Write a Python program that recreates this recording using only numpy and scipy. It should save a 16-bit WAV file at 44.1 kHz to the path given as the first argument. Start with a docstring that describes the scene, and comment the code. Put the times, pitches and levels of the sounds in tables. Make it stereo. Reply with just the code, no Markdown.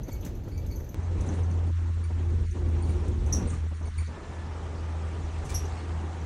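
"""Minibus on the road

Inside the cabin, in stereo, as a hand-held phone hears it at two microphone ports; the listening position jumps once.
The engine is an unsteady sine at its firing rate; floor rumble, tyre roar and air hiss are shaped noise.
A latch rings in metal modes, a door seal and a seat squeak in sine partials, trim rustles and creaks in noise bursts.
In gusts the phone's wind processing turns the middle tones to opposite phase; pops are short falling chirps."""
import sys
import numpy as np
from scipy import signal
from scipy.fft import rfft, irfft
from scipy.io import wavfile
from scipy.ndimage import uniform_filter1d

SR = 44100
rng = np.random.default_rng(int(sys.argv[2]) if len(sys.argv) > 2 else 0)


def makeup_ratio(level_db):
    """Linear amplitude ratio for a level in decibels (20 dB per factor of ten)."""
    decades = np.asarray(level_db, float) / 20
    return 10 ** decades


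def store_pcm(level_fs):
    """Save levels as 16-bit WAV."""
    pcm = np.round(np.clip(level_fs, -1, 1) * 32767).astype(np.int16)
    wavfile.write(sys.argv[1], SR, np.atleast_2d(pcm).T)


N = 275933

CUT_S = 0.9445  # the listening position jumps here
# how far the phone has turned from facing ahead to facing the door [time_s, share 0-1]
FACING_DOOR = [(4.05, 0), (4.2, 0.75), (5.6, 1), (6.1, 0.5)]


def evened(x):
    """Scales to rms 1."""
    return x / np.sqrt(np.mean(x ** 2) + 1e-20)


def curve(rows, t, column=1):
    """Reads one column of a table at times t, in straight lines between its rows."""
    rows = np.asarray(rows)
    return np.interp(t, rows[:, 0], rows[:, column])


def over_hz(rows, hz):
    """Reads all columns of a table on a log-frequency axis."""
    row_hz, *columns = np.transpose(rows)
    return [np.interp(np.log(hz + 1), np.log(row_hz), c)[:, None] for c in columns]


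def add(mix, start_s, sound):
    """Mixes a sound in at start_s."""
    part = mix[round(start_s * SR):][:len(sound)]
    part += sound[:len(part)]


def waver(count, size):
    """Smooth random drift of rms 1."""
    noise = rng.standard_normal(count)
    return evened(uniform_filter1d(uniform_filter1d(noise, size), size))


def humps(rows, t):
    """Sum of bell-shaped rises or dips in dB."""
    return sum(db * np.exp(-((t - s) / half_s) ** 2) for s, db, half_s in rows)


def resonate(x, hz, width_hz):
    """A fixed or moving resonance of gain 1, with two equal poles for steep skirts."""
    r = np.exp(-np.pi * width_hz / SR)
    turn = np.exp(2j * np.pi * np.cumsum(hz * np.ones(len(x))) / SR)
    # shift the resonance down to 0 Hz, low-pass there, shift back
    return 2 * (turn * signal.lfilter([(1 - r) ** 2], [1, -2 * r, r * r], x / turn)).real


def squeal(hz, orders, length_s, rough, flutter_db):
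    """Stick-slip: partials that follow one unsteady pitch, each fluttering in level."""
    count = round(length_s * SR)
    turn = 2 * np.pi * np.cumsum(hz * (1 + rough * waver(count, size=40))) / SR
    return sum(makeup_ratio(db + flutter_db * waver(count, size=90)) * np.sin(k * turn) for k, db in orders)


def wind_processing(t):
    """Strength and octave shift of the phone's wind processing in the strongest gust at each time."""
    # gusts; the octaves move the flipped tones up, or down if negative
    # [start_s, length_s, strength 0-1, shift_octaves]
    gusts = [(1.698, .04, 0.96, 0.23), (1.714, 0.085, 0.97, -0.15), (1.783, 0.13, 0.83, -0.12),
             (1.9, 0.086, 0.94, -0.077), (1.948, 0.091, 0.76, -0.067), (2.01, 0.1, 0.91, -0.11),
             (2.11, 0.073, 0.8, -0.09), (2.177, .17, 0.61, -.1), (2.305, .16, 0.72, 0.085),
             (2.406, .06, 0.8, 0.09), (2.445, 0.11, 0.99, 0.41), (2.575, 0.073, 0.1, 0.01),
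             (2.795, 0.33, 0.02, -0.11), (3.149, 0.077, 0.6, .05), (3.485, .19, 0.72, -0.16),
             (3.659, 0.065, 0.95, 0.098), (3.721, 0.099, 0.92, 0.019), (3.878, 0.096, 0.98, 0.0014),
             (3.942, 0.089, 0.91, -0.071), (4.016, 0.072, 1, 0.083)]
    rise_s, fall_s = 0.014, 0.014
    blows = []
    for start_s, length_s, strength, _ in gusts:
        ramp = np.minimum((t - start_s) / rise_s, (start_s + length_s - t) / fall_s)
        blows.append(strength * np.clip(ramp, 0, 1))
    octaves = np.array(gusts)[np.argmax(blows, axis=0), -1]
    return np.clip(np.max(blows, axis=0), 0, 1), octaves


def likeness(hz, t, lift=0):
    """How alike the ports hear each frequency (1 same, -1 opposite) by phone angle and wind processing."""
    # left-right likeness, clipped to +-1 once mixed
    # [pitch_hz, before the cut (ratio), ahead (ratio), door (ratio), full gust (ratio)]
    same = [(45, 0.6, 1.25, 1.4, 0.36), (84, 0.83, 1, 1.27, -0.79), (233, 0.75, 1.015, 0.33, -0.95),
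            (397, 0.42, 0.91, 0.84, -1.03), (600, 0.7, 0.42, -0.24, -1.1), (865, -0.3, 0.68, 0.57, -1.094),
            (1060, -0.73, 0.39, -0.11, -0.86), (1530, -0.19, 0.9, 0.95, 0.077),
            (1930, 0.048, 0.84, 0.97, 0.15), (3220, -0.23, 0.41, 0.5, -0.084), (3900, .1, 0.5, 0.049, 0.34),
            (5020, -0.12, -0.62, -0.087, -0.64), (5800, -0.11, 0.93, 0.48, 1),
            (6100, -0.25, 1.05, 0.68, 1.02), (7300, 0.6, 1.05, 0.63, 1.02), (7580, -0.5, 0.7, 0.49, 0.6),
            (9000, -0.63, -0.096, -0.054, 0.039), (10000, -0.89, -0.27, -0.68, -0.36),
            (10950, 0.6, -1.08, -0.97, -0.71), (11600, 0.33, -1.94, -1.18, -1.7),
            (12300, .8, -1.2, -1.2, -1.2), (14000, 1, -1.2, -1.2, -1.3), (15000, .8, -1.0, -1.0, -1.0) ]
    flip_top_hz = 2500  # the octave shift fades out around here
    before, ahead, door, windy = over_hz(same, hz)
    turn = np.clip(curve(FACING_DOOR, t), 0, 1)
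    gust, octaves = wind_processing(t)
    shifted_hz = hz[:, None] / 2 ** (octaves * np.exp(-(hz[:, None] / flip_top_hz) ** 2))
    windy = np.interp(shifted_hz, hz, windy[:, 0])
    calm = np.where(t < CUT_S, before, ahead + turn * (door - ahead))
    return np.clip(calm + gust * (windy - calm) + lift, -1, 1)


def road_db(law, t):
    """Level of one road layer from slow and short swells, the listening position and the gusts."""
    # slow rise and fall of the low rumble; other layers take a share [time_s, level_db]
    slow_swell = [(0, 8), (.27, 13), (.4, 10), (.55, 14), (.93, 9), (1.08, 2), (1.2, 13), (1.65, 4),
                  (2.17, 5.5), (2.36, 12.5), (2.56, 11.5), (2.7, 11), (3.1, 12.5), (3.55, 14), (3.78, 0),
                  (3.95, 9.5), (4.16, -1), (5.05, 0.5), (5.39, 7.5), (5.64, 10), (5.8, 1.5), (6.25, 0)]
    # short swells, or dips if negative, of drumming, roar and hiss; rumble moves oppositely;
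    # before each layer takes its share [time_s, level_db, half_length_s]
    short_swells = [(.092, 9.5, 0.012), (.157, 2.5, 0.0098), (.27, 5.5, 0.031), (.428, -2, 0.0055),
                    (.483, 4.5, 0.011), (.65, 2, 0.026), (.806, 4, 0.0086), (1.31, 4.5, 0.12),
                    (2.2, 2, 0.036), (2.57, 1, 0.045), (2.93, 2.5, 0.26), (3.38, 6.5, 0.088),
                    (3.53, 5, 0.043), (4.02, 4, 0.074), (5.52, 2.5, 0.088), (5.74, 1.5, 0.094)]
    base_db, slow, short, first_db, door_db, gust_db = law
    gusty = uniform_filter1d(wind_processing(t)[0], size=4000)
    turned = np.maximum.accumulate(curve(FACING_DOOR, t))  # holds its highest share so far
    swell_db = base_db + slow * curve(slow_swell, t) + short * humps(short_swells, t)
    return swell_db + first_db * (t < CUT_S) + door_db * turned + gust_db * gusty


def road_layer(spectrum, level_db, patchy_db, flicker_db, size):
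    """Random short-time spectra with drifting patches and a flicker shared by all bins."""
    # phase lead of the left port when fully facing the door [pitch_hz, lead_radians]
    door_lead = [(100, 0), (280, -0.92), (480, 0.37), (800, 1.33), (1700, 0.47), (3000, 0.32), (5800, 0)]
    ragged = 0.012  # brighter patches escape the flip in a gust by this much
    hop = size // 4
    frames, hz = N // hop + 5, np.fft.rfftfreq(size, 1 / SR)
    t = np.arange(frames) * hop / SR
    a, b, c, d, patches = rng.standard_normal((frames, len(hz), 5)).T
    patches = evened(uniform_filter1d(uniform_filter1d(patches, 10, 0), 8, 1))
    in_band = (hz > spectrum[0][0]) & (hz < spectrum[-1][0])
    shape = makeup_ratio(over_hz(spectrum, hz)[0]) * in_band[:, None]
    escape = ragged * wind_processing(t)[0] * np.maximum(patches, 0)
    same = np.minimum(likeness(hz, t) + escape, 1)
    # shared and opposite noise in the ratio that gives this likeness
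    middle = np.sqrt(1 + same) * (a + 1j * b)
    side = np.sqrt(1 - same) * (c + 1j * d)
    lead = np.exp(1j * over_hz(door_lead, hz)[0] * curve(FACING_DOOR, t))
    stir = makeup_ratio(patchy_db * patches + flicker_db * waver(frames, size=3))
    z = np.array([(middle + side) * lead, middle - side]) * shape * stir
    noise = signal.istft(z, nperseg=size, noverlap=size - hop)[1][:, :N]
    return evened(noise) * makeup_ratio(level_db)


def road():
    """Floor rumble, panel drumming, tyre roar and air hiss: four bands of swelling noise."""
    # spectra of the layers, each scaled later to its level [pitch_hz, relative level_db]
    rumble = [(10, -24.5), (22, -10), (30, -9), (45, 3.5), (62, 4), (90, -1), (125, -7), (170, -28)]
    body = [(70, -13.5), (105, 2), (200, -4), (300, -6), (355, -9), (450, -11), (620, -19.5)]
    roar = [(330, 2), (500, -1.5), (900, 0), (1300, -6.5), (2000, -14.5), (3000, -34)]
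    hiss = [(1700, 1), (2500, 2), (4000, -2), (5000, -2.5), (6500, -6), (9000, -9), (12000, -15.5),
            (16000, -23)]
    # level laws [base level_db, share of the slow swell (ratio), share of the short swells (ratio),
    # before_cut_db, facing_door_db, full_gust_db]; the last three add to the level
    rumble_law = (-43, 1, -0.65, -1.5, -0.5, -0.2)
    body_law = (-43, 0.3421, 0.8, -3.5, -1.2, 2.5)
    roar_law = (-48, -0.1268, 0.96, -3, 4, 2.5)
    hiss_law = (-58.5, 0.12, 0.87, -4, 4.5, 0.5)
    t = np.arange(N) / SR
    first_pan_db = -2.5  # left minus right before the cut, for all but the hiss
    lean = makeup_ratio(np.outer([0.5, -0.5], first_pan_db * (t < CUT_S)))
    low = road_layer(rumble, road_db(rumble_law, t), 0.83, 0.86, size=4096)
    low += road_layer(body, road_db(body_law, t), 1.92, 0.83, size=1024)
    low += road_layer(roar, road_db(roar_law, t), 0.52, 0.88, size=1024)
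    return lean * low + road_layer(hiss, road_db(hiss_law, t), 1.76, 0.27, size=512)


def creak():
    """Faint grains of loose fittings: random hits, about 60 a second, each the same short noise burst."""
    hits = (rng.random(N) < 60 / SR) * makeup_ratio(3.9 * np.minimum(rng.exponential(1, N), 3))
    t = np.arange(1500) / SR
    grain = resonate(rng.standard_normal(len(t)), 3000, 2500) * makeup_ratio(-60 * t / 0.052)
    return makeup_ratio(-59.0) * signal.oaconvolve(hits, grain)[:N]


def trim():
    """Loose trim: bright rustles of dying noise, and one hollow knock of resonant noise."""
    # rustles and ticks [start_s, level_db, t60_s, centre_hz, width_octaves]
    rustles = [(0.081, -56, 0.051, 2500, 0.99), (.118, -41.5, 0.043, 7000, 0.2),
               (0.224, -39.5, 0.12, 3020, 0.38), (0.248, -33, 0.078, 6600, 1.1),
               (0.264, -38, 0.024, 2060, 0.89), (.664, -46, 0.025, 7500, 0.52),
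               (1.209, -36.5, 0.043, 9000, 1.7), (1.262, -43, 0.087, 8000, 0.5),
               (1.334, -46, 0.12, 7900, 0.66), (2.69, -39, 0.015, 12900, 1.5),
               (2.851, -39.5, 0.37, 11000, 1.5), (3.081, -38.5, 0.036, 9000, 1.1),
               (3.255, -41.5, 0.16, 10040, 0.71), (3.328, -27.5, 0.16, 9000, 2),
               (3.497, -40, 0.11, 7300, 0.32), (3.523, -40.5, 0.16, 6800, 0.69),
               (5.445, -39.5, 0.13, 7500, 0.67), (5.488, -28, 0.15, 7070, 1.4), (5.51, -43, .15, 3500, .2),
               (5.548, -42, 0.1, 4400, 0.27), (5.545, -33.5, 0.16, 6460, 1.1)]
    # the knock [level_db, pitch_hz, length_s, width_hz]
    knock = (-45, 1150, 0.028, 180)
    knock_s, crest_db = 3.527, 8.5  # crest: room left for a rustle's peak above its rms
    out, t, hz = np.zeros(N), np.arange(8192) / SR, np.fft.rfftfreq(8192, 1 / SR)
    for start_s, db, t60_s, centre_hz, octaves in rustles:
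        colour = np.exp(-(np.log2(hz / centre_hz + 1e-3) / octaves) ** 2)
        puff = evened(irfft(rfft(rng.standard_normal(len(t))) * colour))
        rise = np.minimum(t / (0.5 * t60_s ** 2 + 1e-4), 1)  # long rustles start more softly
        fall_db = -60 * t / max(t60_s, 0.003)
        level = makeup_ratio(db - crest_db + fall_db + 3.2 * waver(len(t), size=100))
        add(out, start_s, level * rise * puff)
    db, knock_hz, length_s, width_hz = knock
    shape = np.exp(-(t / length_s) ** 4) * np.minimum(t / 0.0026, 1)
    thud = evened(resonate(rng.standard_normal(len(t)), knock_hz, width_hz))
    add(out, knock_s, makeup_ratio(db) * shape * thud)
    return out


def seat():
    """Softer stick-slip squeaks of a seat frame that swell and fade."""
    # squeaks; pitch is that of the overtone at four times the base
    # [start_s, level_db, pitch_hz, length_s, low overtones level_db]
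    squeaks = [(0.066, -69, 8900, 0.041, 0), (0.107, -54, 9000, 0.05, -5), (0.514, -58, 9140, 0.052, -5.5),
               (0.573, -62.5, 9150, 0.025, 5), (0.7, -59, 8960, 0.045, -0.5),
               (1.345, -59, 9000, 0.097, -16), (1.498, -57, 8750, 0.042, -10),
               (1.66, -60, 8930, 0.027, -12), (2.034, -46.5, 9080, 0.029, -17),
               (2.457, -54.5, 8790, 0.034, -13), (2.498, -56, 8900, 0.049, -22),
               (2.818, -47, 9000, 0.044, -19), (2.887, -45.5, 8960, 0.028, -16),
               (3.471, -37, 8700, 0.041, -39), (3.74, -56.5, 9000, 0.053, -16),
               (3.851, -49.5, 8950, 0.038, -12.5), (3.9765, -41, 8970, 0.038, -16),
               (4.025, -62, 9000, 0.069, -1), (5.49, -50, 9200, 0.026, -7), (5.548, -58, 9000, 0.027, -10),
               (5.773, -58, 8640, 0.039, -3)]
    # overtones [multiple (ratio), level_db, share of the low overtone level (ratio)]
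    overtones = [(1, 3.5, 0.93), (2, 3.5, 0.93), (3, -8, 0.54), (4, -5.5, 0.11), (6, -19, 0.24)]
    fade = 2  # steepness of the end
    arch, wander = 0.008, 0.011  # shares by which the pitch arches and drifts
    out, t = np.zeros(N), np.arange(6615) / SR
    for start_s, db, hz, length_s, low_db in squeaks:
        orders = [(k, order_db + share * low_db) for k, order_db, share in overtones]
        bow = np.sin(np.pi * np.minimum(t / (fade * length_s), 1)) - 0.5
        bend = 1 + arch * bow + wander * waver(len(t), size=600)
        sound = squeal(bend * hz / 4, orders, len(t) / SR, rough=0.011, flutter_db=5.0)
        shape = np.minimum(t / 0.0058, 1) * np.exp(-(t / length_s) ** fade)
        add(out, start_s, makeup_ratio(db) * sound * shape)
    return out


def seal():
    """Sharp stick-slip squeaks of the door seal: a gritty, falling tone that judders as it dies away."""
    # squeaks [start_s, level_db, pitch_hz, t60_s, rise_s]
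    squeaks = [(3.323, -33.5, 5784, 0.12, 0.0036), (5.54, -36, 5750, 0.11, 0.0076)]
    # partials, some off the harmonic series [multiple (ratio), level_db]
    partials = [(1, -2.5), (1.099, -8), (1.35, -27), (1.67, -23), (1.951, -4.5), (2.03, -4), (2.6, -20.5)]
    hold_s, sag_per_s = 0.0085, 0.49  # time before it dies away; share of pitch lost per second
    out, t = np.zeros(N), np.arange(9000) / SR
    for start_s, db, hz, t60_s, rise_s in squeaks:
        judder = 1 - 0.16 * np.cos(2 * np.pi * 92 * t)
        fall_db = -60 * np.maximum(t - rise_s - hold_s, 0) / max(t60_s, 0.01)
        shape = np.minimum(t / rise_s, 1) * judder * makeup_ratio(db + fall_db)
        tone = squeal(hz * (1 - sag_per_s * t), partials, len(t) / SR, rough=0.0035, flutter_db=5.5)
        grit = evened(resonate(rng.standard_normal(len(t)), hz, 350))
        add(out, start_s, shape * (tone + makeup_ratio(2) * grit))
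    return out


def latch():
    """Door latch ticks: each chirps upward into the same two groups of metal modes."""
    # ticks [start_s, ring level_db, upper modes level_db]
    ticks = [(0.0328, -59.5, -5), (.081, -64, -1), (0.128, -58.5, 0), (.172, -76, -5), (0.2095, -60, -5),
             (.247, -68, -3), (0.261, -59.5, -7), (0.351, -64, -5), (0.4363, -66, -7), (0.485, -66, -4),
             (0.577, -60, -5), (0.664, -60, -5), (0.712, -60.5, -3.5), (.759, -57.5, -1.5),
             (0.804, -64, -3), (.844, -63, -6), (0.8904, -63, -1), (0.934, -71, -2), (1.0302, -65, -15),
             (1.206, -58, -4), (1.288, -52.5, -17), (1.4326, -61.5, -13), (1.5118, -64, -10),
             (2.5095, -58.5, -9), (3.262, -58.5, -10), (3.508, -61, -19), (3.577, -71, -16),
             (3.827, -64, -10), (3.874, -64.5, 1), (4.0713, -63.5, -12), (5.457, -63, -14),
             (5.501, -60, -17), (5.653, -56.5, -11), (6.213, -65, -2)]
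    # modes [pitch_hz, width_hz, level_db, share of the upper modes level (ratio)]
    modes = [(6245, 350, 3, 0.16), (6560, 270, -5.5, 0.12), (12210, 900, 1, 0.99), (13600, 420, -17, 0.9)]
    chirp, chirp_s = 0.034, 0.006  # starts flat by this share and slides up
    first_t60_s, later_t60_s = 0.21, 0.077  # ring time before and after the cut
    out, t = np.zeros(N), np.arange(9000) / SR
    slide = 1 - chirp * np.exp(-t / chirp_s)
    for start_s, db, upper_db in ticks:
        t60_s = first_t60_s if start_s < CUT_S else later_t60_s
        rattle = rng.standard_normal(len(t))
        ring = np.zeros(len(t))
        for hz, width_hz, mode_db, upper in modes:
            ring += makeup_ratio(mode_db + upper * upper_db) * evened(resonate(rattle, hz * slide, width_hz))
        shape = makeup_ratio(-60 * t / t60_s) + 2.16 * np.exp(-t / 0.0047)  # long ring plus a sharp onset
        add(out, start_s, makeup_ratio(db) * np.minimum(t / 0.0005, 1) * shape * ring)
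    return out


def cabin(x):
    """Adds a short ring of the cabin, then sets the phase between the ports by their likeness."""
    # fittings are set more alike in the two ports than the road, most around 11.4 kHz
    near_lift, treble_lift, treble_hz, treble_width_hz = 0.18, 0.61, 11380, 340
    t = np.arange(6000) / SR
    tails = rng.standard_normal((2, len(t))) * makeup_ratio(-60 * t / 0.22) * (t > 0.003)
    wet = signal.fftconvolve(x[None], tails / np.linalg.norm(tails[0]), axes=1)[:, :N]
    hz, frames, z = signal.stft(x + makeup_ratio(-1.5) * wet.mean(0), SR, nperseg=512)
    lift = near_lift + treble_lift * np.exp(-((hz[:, None] - treble_hz) / treble_width_hz) ** 2)
    lean = np.exp(0.5j * np.arccos(likeness(hz, frames, lift)))
    ports = signal.istft(np.array([z * lean, z / lean]), SR, nperseg=512)[1][:, :N]
    return ports + makeup_ratio(-26) * (wet - wet.mean(0))


def pops():
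    """Short falling chirps, opposite in the two ports; the cut adds one click, alike in both."""
    # pops [start_s, level_db]
    bursts = [(1.718, -35), (1.774, -35), (2.156, -46), (2.246, -44), (2.48, -25), (2.521, -26),
              (2.585, -32), (2.611, -32.5), (3.669, -31), (3.686, -30.5), (3.716, -43), (3.742, -30),
              (3.765, -25), (3.788, -25), (3.818, -28), (3.902, -29), (3.911, -25), (3.957, -27),
              (4.052, -25)]
    out, step, t = np.zeros(N), np.zeros(N), np.arange(1300) / SR
    for start_s, db in bursts:
        hz = 200 + rng.uniform(0.8, 1.2) * 1900 * np.exp(-t / 0.0017)
        shape = np.minimum(t / 0.00065, 1) ** 2 * makeup_ratio(db - 60 * t / 0.041)
        add(out, start_s, shape * np.sin(2 * np.pi * np.cumsum(hz) / SR))
    add(step, CUT_S, 0.052 * np.exp(-t / 0.00068))
    return np.array([step + out, step - out])


def engine():
    """The firing rate booms in the cabin as a slightly unsteady sine, with faint fuzzy whines."""
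    # boom after the cut, before its waver [time_s, firing_hz, level_db]
    firing = [(0.95, 85.4, -40), (0.99, 85.7, -27.5), (1.32, 85.8, -30.5), (1.41, 85.05, -26.5),
              (2.06, 83.4, -27.5), (2.51, 83.54, -28), (2.54, 83.2, -39.5), (2.65, 82.15, -25.5),
              (3.03, 80.4, -29.5), (3.06, 79.43, -39), (3.09, 80.4, -22.5), (3.13, 79.7, -33.5),
              (3.4, 80.1, -26.5), (3.43, 80.23, -56), (3.44, 80.1, -34), (3.52, 80.0, -27.5),
              (3.81, 80.4, -33), (3.89, 80.0, -29.5), (3.92, 79.9, -42), (4.0, 80.4, -25.5),
              (4.2, 80.4, -48.5), (4.34, 80.8, -39), (4.92, 80.3, -32), (5.36, 81.6, -34),
              (5.52, 81.06, -39.5), (5.55, 81, -29), (5.81, 81.5, -37), (5.94, 81.4, -29.5),
              (6.16, 81.5, -35.5), (6.25, 80.3, -33.5)]
    # brief dips where boom and rumble beat together [time_s, level_db, half_length_s]
    beat_dips = [(3.055, -3, 0.02), (5.44, -4, 0.015), (5.62, -4, .02)]
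    # balance of the boom [time_s, left_minus_right_db]
    balance = [(.95, 0), (1.55, 0), (1.72, 0.5), (1.9, 4), (2.4, -1), (2.6, 1), (3.7, -1.5), (4.05, -1),
               (4.25, -19), (4.5, -4), (4.8, 2.5), (5.9, 0.5), (6.25, -5.5)]
    # fuzzy hump that stands for the boom before the cut [pitch_hz, width_hz, level_db]
    first_boom = (84, 23, -43.5)
    # whines; the opposite-phase part is relative to the shared part
    # [pitch_hz, start_s, end_s, width_hz, level_db, opposite-phase level_db]
    whines = [(355, 0, .93, 25, -58, 6), (600, 0, .93, 25, -71, 8), (350, 1.72, 2.5, 30, -58, 9),
              (346, 2.12, 2.36, 30, -47, -6), (353.4, 2.5, 3.3, 23, -45.5, -14),
              (760.6, 4.9, 7.1, 12.2, -61, -6), (1204.5, 4.5, 6.25, 74, -59.5, -6),
              (1732, 4.08, 4.52, 45.6, -61, -6)]
    order_two_db, order_two_door_db = -31, 10.5  # second order, and its rise when facing the door
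    t = np.arange(N) / SR
    turn = 2 * np.pi * np.cumsum(curve(firing, t) + 0.57 * waver(N, size=1500)) / SR
    # the wind processing shifts the phase between the ports
    slip = wind_processing(t)[0] * (0.15 + 0.24 * waver(N, size=1500))
    turn = np.array([turn + slip, turn - slip])
    turned = np.maximum.accumulate(curve(FACING_DOOR, t))
    boom = np.sin(turn) + makeup_ratio(order_two_db + order_two_door_db * turned) * np.sin(2 * turn)
    boom_db = curve(firing, t, column=2) + humps(beat_dips, t) + 0.99 * waver(N, size=900)
    boom *= np.sqrt(2) * makeup_ratio(boom_db) * (t > CUT_S)
    pan_db = curve(balance, t) / 2
    out = boom * makeup_ratio([pan_db, -pan_db])
    hz, width_hz, db = first_boom
    out += makeup_ratio(db) * evened(resonate(rng.standard_normal(N), hz, width_hz)) * (t < CUT_S)
    for hz, start_s, end_s, width_hz, db, side_db in whines:
        span = (t > start_s) & (t < end_s)
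        fade = np.clip(np.minimum(t - start_s, end_s - t)[span] / 0.062, 0, 1)
        both, side = (evened(resonate(x[span], hz, width_hz)) for x in rng.standard_normal((2, N)))
        out[:, span] += fade * makeup_ratio(db) * (both + makeup_ratio(side_db) * np.array([side, -side]))
    return out


def scene():
    """Everything in the cabin."""
    fittings = creak() + trim() + seat() + seal() + latch()
    return road() + cabin(fittings) + pops() + engine()


def roll_off(x):
    """The treble ends steeply here."""
    return signal.sosfilt(signal.butter(12, 15950, fs=SR, output="sos"), x)


def record(dry):
    """The finished mix as the phone stores it."""
    return roll_off(dry)


dry = scene()
out = record(dry)
store_pcm(out)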